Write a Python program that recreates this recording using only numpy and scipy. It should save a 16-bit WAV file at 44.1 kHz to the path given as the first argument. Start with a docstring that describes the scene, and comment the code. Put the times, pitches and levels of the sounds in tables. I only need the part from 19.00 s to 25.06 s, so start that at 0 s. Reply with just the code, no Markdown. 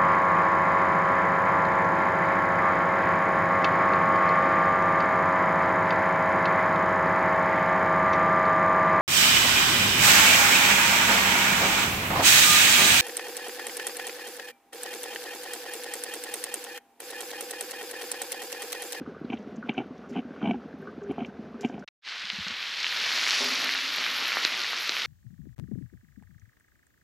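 """Steam bubbles thump in a steel percolator on a gas camp stove. Steam pockets collapse against the
metal; spurts gurgle up the stem and splash under the lid. After a short gap with one crackle, meat
sizzles close by on foil on a wood stove in a tent: countless tiny bursts of steam in hot fat.
Blisters spit, a hand lays a slice down, the frying flares and the stove top rings softly."""
import sys
import numpy as np
from scipy import signal
from scipy.fft import rfft, irfft, next_fast_len
from scipy.io import wavfile
from scipy.ndimage import map_coordinates

SR = 44100
rng = np.random.default_rng(int(sys.argv[2]) if len(sys.argv) > 2 else 0)


def file_out(sig):
    """Save sig as 16-bit WAV at sys.argv[1]."""
    # one column per channel
    cols = np.atleast_2d(sig).T
    # limit, then scale
    lim = np.clip(cols, -1, 1)
    pcm = np.round(lim * 32767).astype(np.int16)
    wavfile.write(sys.argv[1], SR, pcm)


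N = 267246
TIME_S = np.arange(N) / SR
RING_S = np.arange(SR // 8) / SR  # time axis of one hit
POT_END_S, FRY_START_S, SLICE_LANDS_S = 2.846, 3.015, 4.403
SNAP_LEAD_S = .0015  # snap onset to peak

# Table levels are relative; each source adds its own gain.
# single steam bubbles (time [s], level [dB], pitch [Hz], decay [s])
STEAM_BUBBLES = [(.012, -26, 240, 0.0053), (0.075, -28, 238, .006), (.118, -39.5, 237, .009),
                 (.165, -34, 378, 0.0036), (.214, -27, 259, 0.0034), (.245, -25.5, 240, 0.006),
                 (.338, -22.5, 228, .005), (.395, -34, 203, 0.013), (0.472, -29.5, 230, 0.0068),
                 (0.525, -32, 211, 0.009), (0.541, -36, 235, 0.0074), (0.58, -30.5, 221, 0.012),
                 (0.643, -33.5, 234, 0.012), (0.858, -35, 257, .007), (0.906, -32.5, 249, 0.017),
                 (0.992, -40.5, 214, 0.0076), (1.110, -29.5, 241, 0.022), (1.25, -32.5, 237, 0.018),
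                 (1.307, -29.5, 211, 0.0031), (1.378, -38.5, 260, 0.0089), (1.186, -26, 234, 0.0049),
                 (1.429, -20.5, 219, 0.01), (1.4435, -23, 230, 0.0077), (1.494, -19, 218, .008),
                 (1.554, -29, 231.4, 0.024), (1.656, -31.5, 235, 0.0054), (1.738, -32.5, 259, 0.01),
                 (1.797, -33, 198, 0.0093), (1.825, -34, 370, 0.0065), (1.880, -37.5, 260, .006),
                 (1.932, -40.5, 261, 0.0043), (1.980, -27, 226.5, 0.0055), (2.096, -23, 254, 0.01),
                 (2.217, -25, 227, 0.0094), (2.284, -33, 218, 0.0068), (2.391, -29, 220, 0.0085),
                 (2.445, -41, 249, 0.0067), (2.542, -34, 237, 0.01), (2.741, -29, 229, 0.0035),
                 (2.812, -35, 203, .006)]
# steam pockets collapsing on the metal (time [s], clack [dB], knock [dB], thump [dB])
STEAM_COLLAPSES = [(0.3008, -28, -39, -25.5), (0.3304, -26, -28, -36), (0.6929, -14.5, -24.5, -19),
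                   (0.7176, -36, -47, -43), (0.7496, -42, -48, -43.5), (0.7788, -19, -22, -24),
                   (0.7869, -26, -25.5, -27.5), (0.8031, -43, -28, -23.5), (.817, -48, -32, -35),
                   (1.1618, -29.5, -27.5, -25), (1.173, -30, -32, -25), (1.19, -32, -31, -26.5),
                   (1.4268, -36, -29, -33.5), (1.4575, -26, -23, -22.5), (1.4733, -30, -26, -18.5),
                   (1.4984, -30.5, -38, -35), (1.5097, -21, -19.5, -19), (1.5328, -36, -41, -34),
                   (1.543, -47, -27.5, -27), (2.1102, -34.5, -30.5, -28.5), (2.182, -45, -23, -25),
                   (2.2072, -42, -32, -29.5), (2.247, -27.5, -43, -39.5), (2.6395, -32, -32, -32),
                   (2.6472, -20.5, -23.5, -18.5), (2.6987, -46, -29, -33), (2.7419, -38, -37, -29.5),
                   (2.7795, -46, -31, -34.5)]
# spurts up the stem (time [s], length [s], gurgle [dB])
STEM_SPURTS = [(0.314, .032, -37), (.682, .025, -40), (0.762, .058, -38.5), (1.141, .057, -39),
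               (1.402, .122, -37.5), (2.091, 0.032, -46.5), (2.173, .066, -41.5), (2.629, .034, -39.5),
               (2.691, 0.093, -52.5)]
# hoots of the stem (time [s], length [s], level [dB])
STEM_HOOTS = [(0.086, 0.023, -38), (1.09, 0.056, -38), (1.864, 0.034, -38.5), (2.012, 0.125, -33),
              (2.59, 0.061, -39.5)]
# splashes under the lid (time [s], level [dB])
LID_SPLASHES = [(0.0615, -40), (0.147, -43), (0.627, -36), (1.039, -43), (1.362, -41.5), (1.4148, -37.5),
                (1.872, -35.5)]
# wisps of steam (time [s], decay [s], level [dB])
STEAM_WISPS = [(0.561, 0.008, -69), (1.088, 0.034, -59.5), (1.128, 0.017, -70), (2.0329, 0.008, -72),
               (2.114, 0.008, -64), (2.2584, 0.01, -61), (2.609, 0.011, -46), (2.645, 0.034, -57),
               (2.792, 0.0091, -62)]
# drops on hot steel (time [s], level [dB], pitch [Hz])
STRAY_DROPS = [(0.248, -49, 3980), (.3215, -55, 6000), (.3386, -52, 6100), (0.372, -40, 3140),
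               (.3875, -54, 5900), (.4244, -57, 5600), (0.5607, -47.5, 6300), (0.7377, -50.5, 6100),
               (.7796, -51, 6100), (.9767, -50.5, 5670), (1.488, -58.5, 11060), (1.5105, -52.5, 6140),
               (1.784, -64, 11800), (1.817, -62.5, 11800), (2.034, -51, 6320), (2.1161, -58.5, 10660),
               (2.2625, -49, 5600), (2.6873, -46, 5700), (2.7926, -49, 5370)]
# resonances of the filled pot and lid (frequency [Hz], bandwidth [Hz], level [dB])
CLACK_MODES = [(2310, 100, 14.5), (2540, 80, -0.5), (2753, 39, 9.5), (2996, 95, 10), (3133, 79, 8.5),
               (2700, 530, -10.5)]
KNOCK_MODES = [(378, 24, 3), (716, 70, 2), (812, 330, -4.5), (1517, 35, -14)]
SPLASH_MODES = [(1228, 63, 17), (1410, 140, 0.5), (1436, 38, 20.3)]
# spectra of flame, steam and fine drops (frequency [Hz], gain [dB])
FLAME_SPECTRUM = [(25, -40.5), (50, -28), (80, -10), (110, -24.5), (160, -7), (230, -4), (330, -14.5),
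                  (410, -7.5), (520, -11), (740, -16.5), (950, -23), (1500, -26.5), (1750, -26.5),
                  (6000, -44.5), (8500, -63), (12300, -60.5), (14500, -87)]
STEAM_SPECTRUM = [(2500, -9), (4000, -4.5), (5900, 2), (6700, 0), (7300, -1), (8200, -16), (12000, -15),
                  (14500, -39.5)]
SPATTER_SPECTRUM = [(400, -13), (1200, -2), (2600, 7), (3300, 1), (3800, -6.5), (4700, -28.5), (6100, -15),
                    (7500, -32), (9000, -46), (12000, -36), (14500, -60.5)]

# frying strength (time [s], level [dB])
SIZZLE_ENVELOPE = [(3.1, -38.5), (3.45, -37), (3.75, -35), (4.0, -30.5), (4.3, -30), (4.6, -31),
                   (4.9, -32.5), (5.02, -32), (5.42, -31.5), (5.68, -33), (6.03, -33.5)]
# spectra of the frying layers, low to high (frequency [Hz], gain [dB])
SPUTTER_SPECTRUM = [(30, -16), (70, -33), (130, -22), (190, -3.5), (270, -4), (450, -1), (900, -0.5),
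                    (1400, 7.5), (2500, -43.5)]
SIZZLE_SPECTRUM = [(100, -22.5), (500, -14), (800, -7.5), (1400, 2.5), (2200, 7.5), (3000, 6.5), (4200, 6),
                   (6200, -10.5), (8500, -25.5), (12000, -41.5)]
SPRAY_SPECTRUM = [(2500, -36), (4200, 5.5), (5500, 5.5), (7000, -6.5), (8500, -17), (10500, -14.5),
                  (14500, -35)]
MIST_SPECTRUM = [(5000, -38), (8500, -13), (10000, 0), (12500, 7.5), (14500, -18.5)]
# fingers squeeze out juice (time [s], half width [s], spray boost [dB], sputter boost [dB])
FINGER_PRESSES = [(3.53, 0.1, -5, 5.5), (4.36, 0.26, 7.5, 3)]
# bursting fat blisters (time [s], level [dB], pitch [Hz], ping [0-1], air push [0-1])
FAT_SPITS = [(3.3015, -9.5, 3100, .25, 0), (3.4833, -14.5, 4100, .3, 0), (3.628, -16, 2600, .3, 0),
             (3.8446, -11, 2250, .3, 0), (3.8667, -11, 2900, .3, 0), (4.1755, -12, 4200, .3, 0),
             (4.2660, -9.5, 2150, .3, 0), (4.2748, -8, 2350, .2, .3), (4.2912, -13, 3000, .3, 0),
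             (4.3078, -5.5, 4200, .3, .2), (4.3182, -11, 3500, .3, 0), (4.3718, -13, 3600, .3, 0),
             (4.3845, -13, 2600, .3, 0), (4.4157, -11, 4200, .3, 0), (4.4447, -14, 2500, .3, 0),
             (4.6922, -8, 2050, .1, .2), (4.7889, -15, 2450, .3, 0), (4.9494, -14, 2880, .3, 0),
             (4.9834, -14, 2250, .3, 0), (5.0405, -15, 3300, .3, 0), (5.065, -15, 2200, .3, 0),
             (5.2569, -12, 3180, .3, 0), (5.3203, -11, 2230, .4, 0), (5.3705, -10.5, 1250, .2, .3),
             (5.4502, -3, 3950, .6, .8), (5.636, -14, 4100, .3, 0), (5.7323, -17.5, 1300, .1, .6),
             (5.8937, -6, 4000, .45, .8), (5.9208, -14, 3300, .3, 0), (5.9677, -13.5, 2200, .2, 0),
             (6.0206, -14.5, 3000, .3, 0)]
# crackles of juice on hot foil (time [s], half width [s], level [dB], pitch [Hz])
JUICE_RUSHES = [(4.32, .14, -33, 3400), (4.72, .12, -41, 2300), (5.0, .04, -37, 2100),
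                (5.07, .02, -38, 2100), (5.2, .04, -39, 2100), (5.3, .05, -38, 2200)]
# tiniest blisters (time [s], level [dB])
TINY_BLISTERS = [(4.4443, -26.5), (4.544, -33.5), (4.6448, -28.5), (4.7437, -30.5), (4.9618, -29),
                 (5.2763, -31.5), (5.353, -32.5), (5.8774, -32.5)]
# hand bumps on the stove (time [s], level [dB], pitch [Hz])
HAND_BUMPS = [(3.241, -49, 200), (3.329, -42.5, 199), (3.384, -35.5, 190), (3.4, -41.5, 85),
              (3.464, -40, 189), (3.501, -43, 224), (3.515, -50, 90)]
# stove top resonances (frequency [Hz], level [dB], T60 [s])
STOVE_MODES = [(250, 7, .62), (265, -3.5, 2.7), (406, 10, .35), (566, 5.5, .42), (720, 3, .16),
               (890, 6, .15)]
# reflections off stovepipe, hand and canvas (delay [s], gain [dB])
TENT_REFLECTIONS = [(.0019, -53), (.0034, -36.5), (.0057, -53), (.0083, -21.5), (0.0144, -26.5)]


def boiling(churn_per_s=44, churn_db=9.5):
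    """Bubbles plop singly, at each collapse and in trains at each spurt; small ones simmer and tick."""
    out = np.zeros(N)
    for s, db, hz, decay_s in STEAM_BUBBLES:
        add(out, s - .001, amp(db) * plop(hz, decay_s))
    for s, _, _, thump_db in STEAM_COLLAPSES:
        add(out, s - .001, sized_bubble(thump_db))
    for s, length_s, db in STEM_SPURTS:
        count = max(1, round(length_s * churn_per_s))
        for progress in (np.arange(count) + rng.uniform(.15, .85, count)) / count:
            swell = np.sqrt(np.sin(np.pi * progress))
            add(out, s + progress * length_s, swell * sized_bubble(db + churn_db))
    simmer = convolve(pulses(50, 2), ring([(222, 45, 0), (280, 50, -6), (395, 40, -6)], attack_s=.002))
    ticks = sum(amp(3 * wobble(9)) * convolve(pulses(28, 3), ring([(hz, 120, 0)], attack_s=.001))
                for hz in (720, 1130, 1330, 1480, 1560))
    stove_note = convolve(out, ring([(85, 11, 0)], attack_s=.0075))
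    return out + amp(-52) * unit(simmer) + amp(-57.5) * unit(ticks) + amp(-71.5) * unit(stove_note)


def plop(hz, decay_s):
    """A steam bubble swells, so its note sinks; the pot heaves a little."""
    note = thump(hz, rise_s=.003, decay_s=decay_s, bend=.7, settle_s=.003)
    heave = thump(139.6, rise_s=.0014, decay_s=.0096, bend=.19, settle_s=.0028)
    return note + .18 * heave


def sized_bubble(db, base_hz=174, hz_per_db=2):
    """A stronger bubble is larger, hence lower."""
    hz = (base_hz - hz_per_db * db) * np.exp(.11 * rng.standard_normal())
    return amp(db) * plop(hz, decay_s=.0091)


def perking(rattle_db=-11):
    """Steam pockets collapse; slugs of coffee rise up the stem, rattle the pot and splash the lid."""
    out = np.zeros(N)
    for s, clack_db, knock_db, _ in STEAM_COLLAPSES:
        clack = ring(CLACK_MODES, attack_s=.001, detune=.006)
        splat = ring([(2800, 800, 0)], attack_s=.0006, detune=.05)
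        cave_in = ring(CLACK_MODES, attack_s=.001, detune=.08)
        knock = ring(KNOCK_MODES, attack_s=.00085, detune=.049)
        add(out, s - .0025, amp(clack_db - 16) * cave_in)
        add(out, s, amp(clack_db - 3.5) * clack)
        add(out, s + .000692, amp(clack_db - 6.5) * splat)
        add(out, s - .001, amp(knock_db - 1) * knock)
    rattle_modes = CLACK_MODES + [(3000, 900, -2)]
    for s, length_s, db in STEM_SPURTS:
        gurgle = flurry(KNOCK_MODES, length_s, per_s=200, spread_db=3, attack_s=.0012, detune=.05)
        rattle = flurry(rattle_modes, length_s, per_s=130, spread_db=3, attack_s=.0008, detune=.006)
        add(out, s, amp(db) * (gurgle + amp(rattle_db) * rattle))
    for s, db in LID_SPLASHES:
        add(out, s, amp(db + 1.5) * ring(SPLASH_MODES, attack_s=.00048, detune=.022))
        drops = flurry(SPLASH_MODES, length_s=.04, per_s=350, spread_db=2, attack_s=.0005, detune=.1)
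        add(out, s - .004, amp(db - 15.5) * drops)
    return out


def frying(melt_s=.65):
    """Tiny steam bursts in hot fat sizzle; spray, sputter and stereo mist grow as the fat melts."""
    sizzle_db = np.interp(TIME_S, *np.transpose(SIZZLE_ENVELOPE))
    cold = np.exp(-np.maximum(TIME_S - FRY_START_S, 0) / melt_s)
    spray_db = sizzle_db - 8 - 8 * cold
    sputter_db = sizzle_db - 13 - 11.5 * cold
    mist_db = sizzle_db - 23.5 - 23 * cold
    for s, half_width_s, spray_boost_db, sputter_boost_db in FINGER_PRESSES:
        press = gaussian(s, half_width_s)
        spray_db += spray_boost_db * press
        sputter_db += sputter_boost_db * press
    flicker_db = .18 * wobble(25)
    small_bursts = patter(SIZZLE_SPECTRUM, per_s=8000, spread_db=3.5)
    large_bursts = np.zeros(N)
    for hz in np.geomspace(1650, 4400, num=6):
        blister = unit(ring([(hz, .4 * hz, 0)], attack_s=.00022))
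        large_bursts += amp(2.5 * wobble(14)) * convolve(pulses(100, 4.5), blister)
    sizzle = amp(sizzle_db + flicker_db) * (small_bursts + amp(-4) * unit(large_bursts))
    spray = amp(spray_db + flicker_db) * patter(SPRAY_SPECTRUM, per_s=5000, spread_db=6)
    sputter = amp(sputter_db + 2.6 * wobble(18)) * patter(SPUTTER_SPECTRUM, per_s=3200, spread_db=1)
    return sizzle + spray + sputter + fat_mist(mist_db)


def fat_mist(db):
    """The finest bursts: a haze with single pricks, its top in antiphase between the ears."""
    haze = patter(MIST_SPECTRUM, per_s=3400, spread_db=.5)
    pricks = patter(MIST_SPECTRUM, per_s=70, spread_db=6)
    mid = amp(1) * (haze + pricks / 2)
    side_spectrum = [(3000, -28), (10200, -28.5), (11200, 1.5), (12500, 15.5), (14500, -3)]
    side = patter(side_spectrum, per_s=7000, spread_db=5.5) * np.array([[1], [-1]])
    balance = amp([[-.8], [.8]])
    return amp(db + 2.8 * wobble(24)) * (mid + side) * balance


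def spits():
    """Fat blisters snap, singly or in rushes; large ones add a low pop and a push of air."""
    out = np.zeros(N)
    pop = thump(1400, rise_s=.0002, decay_s=.0005, bend=.6, settle_s=.0005)
    push = thump(290, rise_s=.0004, decay_s=.003, bend=3.5, settle_s=.001)
    for s, db, hz, ping, air in FAT_SPITS:
        add(out, s + .0002 - SNAP_LEAD_S, amp(db) * snap(hz, ping))
        add(out, s, amp(db) * air * (push / 12.5 - pop / 3.5))
    for s, half_width_s, db, hz in JUICE_RUSHES:
        rush = sum(convolve(pulses(60, 3), snap(ratio * hz)) for ratio in (.75, 1, 1.3))
        out += amp(db) * gaussian(s, half_width_s) * unit(rush)
    for s, db in TINY_BLISTERS:
        add(out, s + .001, amp(db) * ring([(11800, 1500, 0)], attack_s=.0001, detune=.04))
    return out


def snap(hz, ping=.2, half_width_cycles=.52, decay_cycles=3.2):
    """A blister bursts: one sharp pressure swing, then a brief ping."""
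    cycles = (RING_S - SNAP_LEAD_S) * hz
    cycles_after = np.maximum(cycles, 0)
    wave = np.cos(2 * np.pi * cycles)
    dc_offset = np.exp(-(np.pi * half_width_cycles) ** 2)
    swing = np.exp(-(cycles / half_width_cycles) ** 2) * (wave - dc_offset)
    tail = (1 - np.exp(-cycles_after ** 2)) * np.exp(-cycles_after / decay_cycles) * wave
    return -swing - ping * tail


def hand(ring_db=-43):
    """Knuckles bump the stove; a slice lands with a dull pat and the iron top rings."""
    bumps = np.zeros(N)
    for s, db, hz in HAND_BUMPS:
        add(bumps, s, amp(db) * thump(hz, rise_s=.0031, decay_s=.011, bend=.074, settle_s=.0015))
    age_s = np.maximum(TIME_S - SLICE_LANDS_S, 0)
    pat_spectrum = [(30, -25), (80, -1), (170, -22), (400, 2),
                    (650, 5), (900, 5), (1300, -6), (6000, -59)]
    pat = amp(-30) * np.exp(-age_s / .03) * patter(pat_spectrum, per_s=1800, spread_db=5.5)
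    iron = sum(amp(db - 60 * age_s / t60_s + 2.4 * wobble(45)) * np.sin(2 * np.pi * hz * age_s)
               for hz, db, t60_s in STOVE_MODES)
    # bubbling fat sustains the plate's low note
    hum = unit(convolve(pulses(300, .5), ring([(272, 15, 0)])))
    onset = 1 - np.exp(-age_s / .013)
    return bumps + onset * (pat + amp(ring_db) * iron + amp(-54.5 - 12 * age_s) * hum)


def spatter(shower_db=-14.5, linger_s=.02):
    """Fine drops fly around each spurt; strays spit on the hot steel."""
    shower = sum(amp(db + shower_db) * gaussian(s + length_s / 2, length_s / 2 + linger_s)
                 for s, length_s, db in STEM_SPURTS)
    out = shower * patter(SPATTER_SPECTRUM, per_s=900, spread_db=4)
    for s, db, hz in STRAY_DROPS:
        modes = [(hz, hz / 9, 0), (.7 * hz, hz / 6, -10)]
        pings = flurry(modes, length_s=.014, per_s=600, spread_db=2.5, attack_s=.0003, detune=.05)
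        add(out, s - .004, amp(db - 2.5) * peak(pings))
    return out


def stem_hoots(hz=405):
    """Air in the stem sounds a brief, wavering note."""
    swell = sum(amp(db) * np.interp((TIME_S - s) / length_s, [0, .06, .8, 1], [0, .6, 1, 0])
                for s, length_s, db in STEM_HOOTS)
    phase = 2 * np.pi * np.cumsum(hz * (1 + .0098 * wobble(60))) / SR
    return amp(1.4 * wobble(100)) * swell * np.sin(phase)


def burner(db=-46.5):
    """The gas flame rushes with a slight flutter."""
    flutter_db = 1.1 * wobble(22)
    return amp(db + flutter_db) * unit(colour(rng.standard_normal(N), FLAME_SPECTRUM))


def steam(spurt_fizz_db=-42.5):
    """Steam fizzes in wisps and with each spurt, over faint ticks."""
    puffs = np.zeros(N)
    for s, decay_s, db in STEAM_WISPS:
        onset = 1 - np.exp(-RING_S / (.087 * decay_s))
        add(puffs, s, amp(db) * onset * np.exp(-RING_S / decay_s))
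    for s, length_s, db in STEM_SPURTS:
        add(puffs, s, amp(db + spurt_fizz_db) * np.hanning(int(length_s * SR)))
    fizz = patter(STEAM_SPECTRUM, per_s=4000, spread_db=7.5)
    ticks = patter(MIST_SPECTRUM, per_s=40, spread_db=5)
    return puffs * fizz + amp(-96) * ticks


def crackle(start_s=2.8765, end_s=2.8875, db=-44):
    """One short noise burst in the gap between pot and frying."""
    gate = (TIME_S > start_s) & (TIME_S < end_s)
    burst = colour(gate * rng.standard_normal(N), SIZZLE_SPECTRUM)
    return amp(db) * burst / np.std(burst[gate])


def tent_echoes(x):
    """Weak early reflections; canvas and a floor of boughs leave no tail."""
    out = x.copy()
    for delay_s, db in TENT_REFLECTIONS:
        lag = round(delay_s * SR)
        out[..., lag:] += amp(db) * x[..., :-lag]
    return out


def ring(modes, attack_s=.0011, scatter_db=1.5, detune=0):
    """One cushioned blow on modes (frequency [Hz], bandwidth [Hz], level [dB]), randomly varied."""
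    hz, width_hz, db = np.transpose(modes)[:, :, None]
    hz = hz * np.exp(detune * rng.standard_normal(hz.shape))
    polarity = (-1) ** np.arange(len(hz))[:, None]
    gain = polarity * width_hz * amp(db + scatter_db * rng.standard_normal(hz.shape))
    partials = gain * np.exp(-np.pi * width_hz * RING_S) * np.sin(2 * np.pi * hz * RING_S)
    onset = 1 - np.exp(-(RING_S / attack_s) ** 2)
    return peak(onset * partials.sum(axis=0))


def thump(hz, rise_s, decay_s, bend, settle_s):
    """A damped swing whose pitch sinks to hz."""
    pitch_hz = hz * (1 + bend * np.exp(-RING_S / settle_s))
    envelope = (1 - np.exp(-(RING_S / rise_s) ** 2)) * np.exp(-RING_S / decay_s)
    return peak(envelope * np.sin(2 * np.pi * np.cumsum(pitch_hz) / SR))


def flurry(modes, length_s, per_s, spread_db, attack_s, detune):
    """An uneven run of small hits that swells and fades; energy of rms 1 over length_s."""
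    out = np.zeros(SR // 2)
    hits = max(3, int(length_s * per_s))
    progresses = (np.arange(hits) + rng.random(hits)) / hits
    sizes = amp(spread_db * rng.standard_normal(hits))
    for progress, size in zip(progresses, sizes):
        hit = size * ring(modes, attack_s, detune=detune)
        add(out, progress * length_s, np.sin(np.pi * progress) * hit)
    return out / np.sqrt(np.sum(out ** 2) / (length_s * SR))


def patter(spectrum, per_s, spread_db):
    """Random impulses shaped by a spectrum; rms 1."""
    return unit(colour(pulses(per_s, spread_db), spectrum))


def pulses(per_s, spread_db):
    """Random impulses of log-normal size; rms 1."""
    places = np.flatnonzero(rng.random(N) < per_s / SR)
    sizes = amp(spread_db * np.clip(rng.standard_normal(N)[places], -2.5, 2.5))
    return unit(np.bincount(places, sizes * (-1.0) ** places, N))


def colour(x, spectrum, size=16384):
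    """Minimum-phase filter through (frequency [Hz], gain [dB]) points."""
    hz, db = np.transpose(spectrum)
    gain_db = np.interp(np.log(np.fft.rfftfreq(size, 1 / SR) + 1), np.log(hz + 1), db)
    cepstrum = irfft(np.log(amp(gain_db) + 1e-6))[:size // 2]
    cepstrum[0] /= 2
    response = irfft(np.exp(rfft(2 * cepstrum, size)))[:size // 2]
    return convolve(x, response)


def wobble(knots_per_s):
    """Smooth random curve."""
    knots = rng.standard_normal(int(N * knots_per_s / SR) + 4)
    return map_coordinates(knots, [TIME_S * knots_per_s])


def gaussian(centre_s, half_width_s):
    return np.exp(-((TIME_S - centre_s) / half_width_s) ** 2)


def convolve(x, response):
    return signal.oaconvolve(x, response)[:N]


def add(track, start_s, sound):
    start = max(0, round(start_s * SR))
    span = track[start:start + len(sound)]
    span += sound[:len(span)]


def amp(db):
    return 10 ** (np.asarray(db) / 20)


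def unit(x):
    return x / np.sqrt(np.mean(x ** 2) + 1e-20)


def peak(x):
    return x / (np.abs(x).max() + 1e-20)


def scene():
    """The percolator cuts off, one crackle sounds, the frying fades in."""
    coffee = boiling() + perking() + spatter() + stem_hoots() + burner() + steam()
    meat = tent_echoes(frying() + spits()) + hand()
    fade_out = np.clip((POT_END_S - TIME_S) / .0035, 0, 1)
    fade_in = np.clip((TIME_S - FRY_START_S) / .064, 0, 1) ** 2
    return coffee * fade_out + crackle() + meat * fade_in


def record(dry):
    """Microphone response: bass roll-off, narrow treble notch, band limit."""
    bass_hz, notch_hz, top_hz = 42, 9020, 14900
    size = next_fast_len(N + SR // 4)
    hz = np.fft.rfftfreq(size, 1 / SR)
    high_pass = hz ** 2 / (hz ** 2 + bass_hz ** 2)
    notch = amp(-26 * np.exp(-((hz - notch_hz) / 200) ** 2))
    return irfft(rfft(dry, size) * high_pass * notch * (hz < top_hz), size)[:, :N]


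dry = scene()
out = record(dry)
file_out(out)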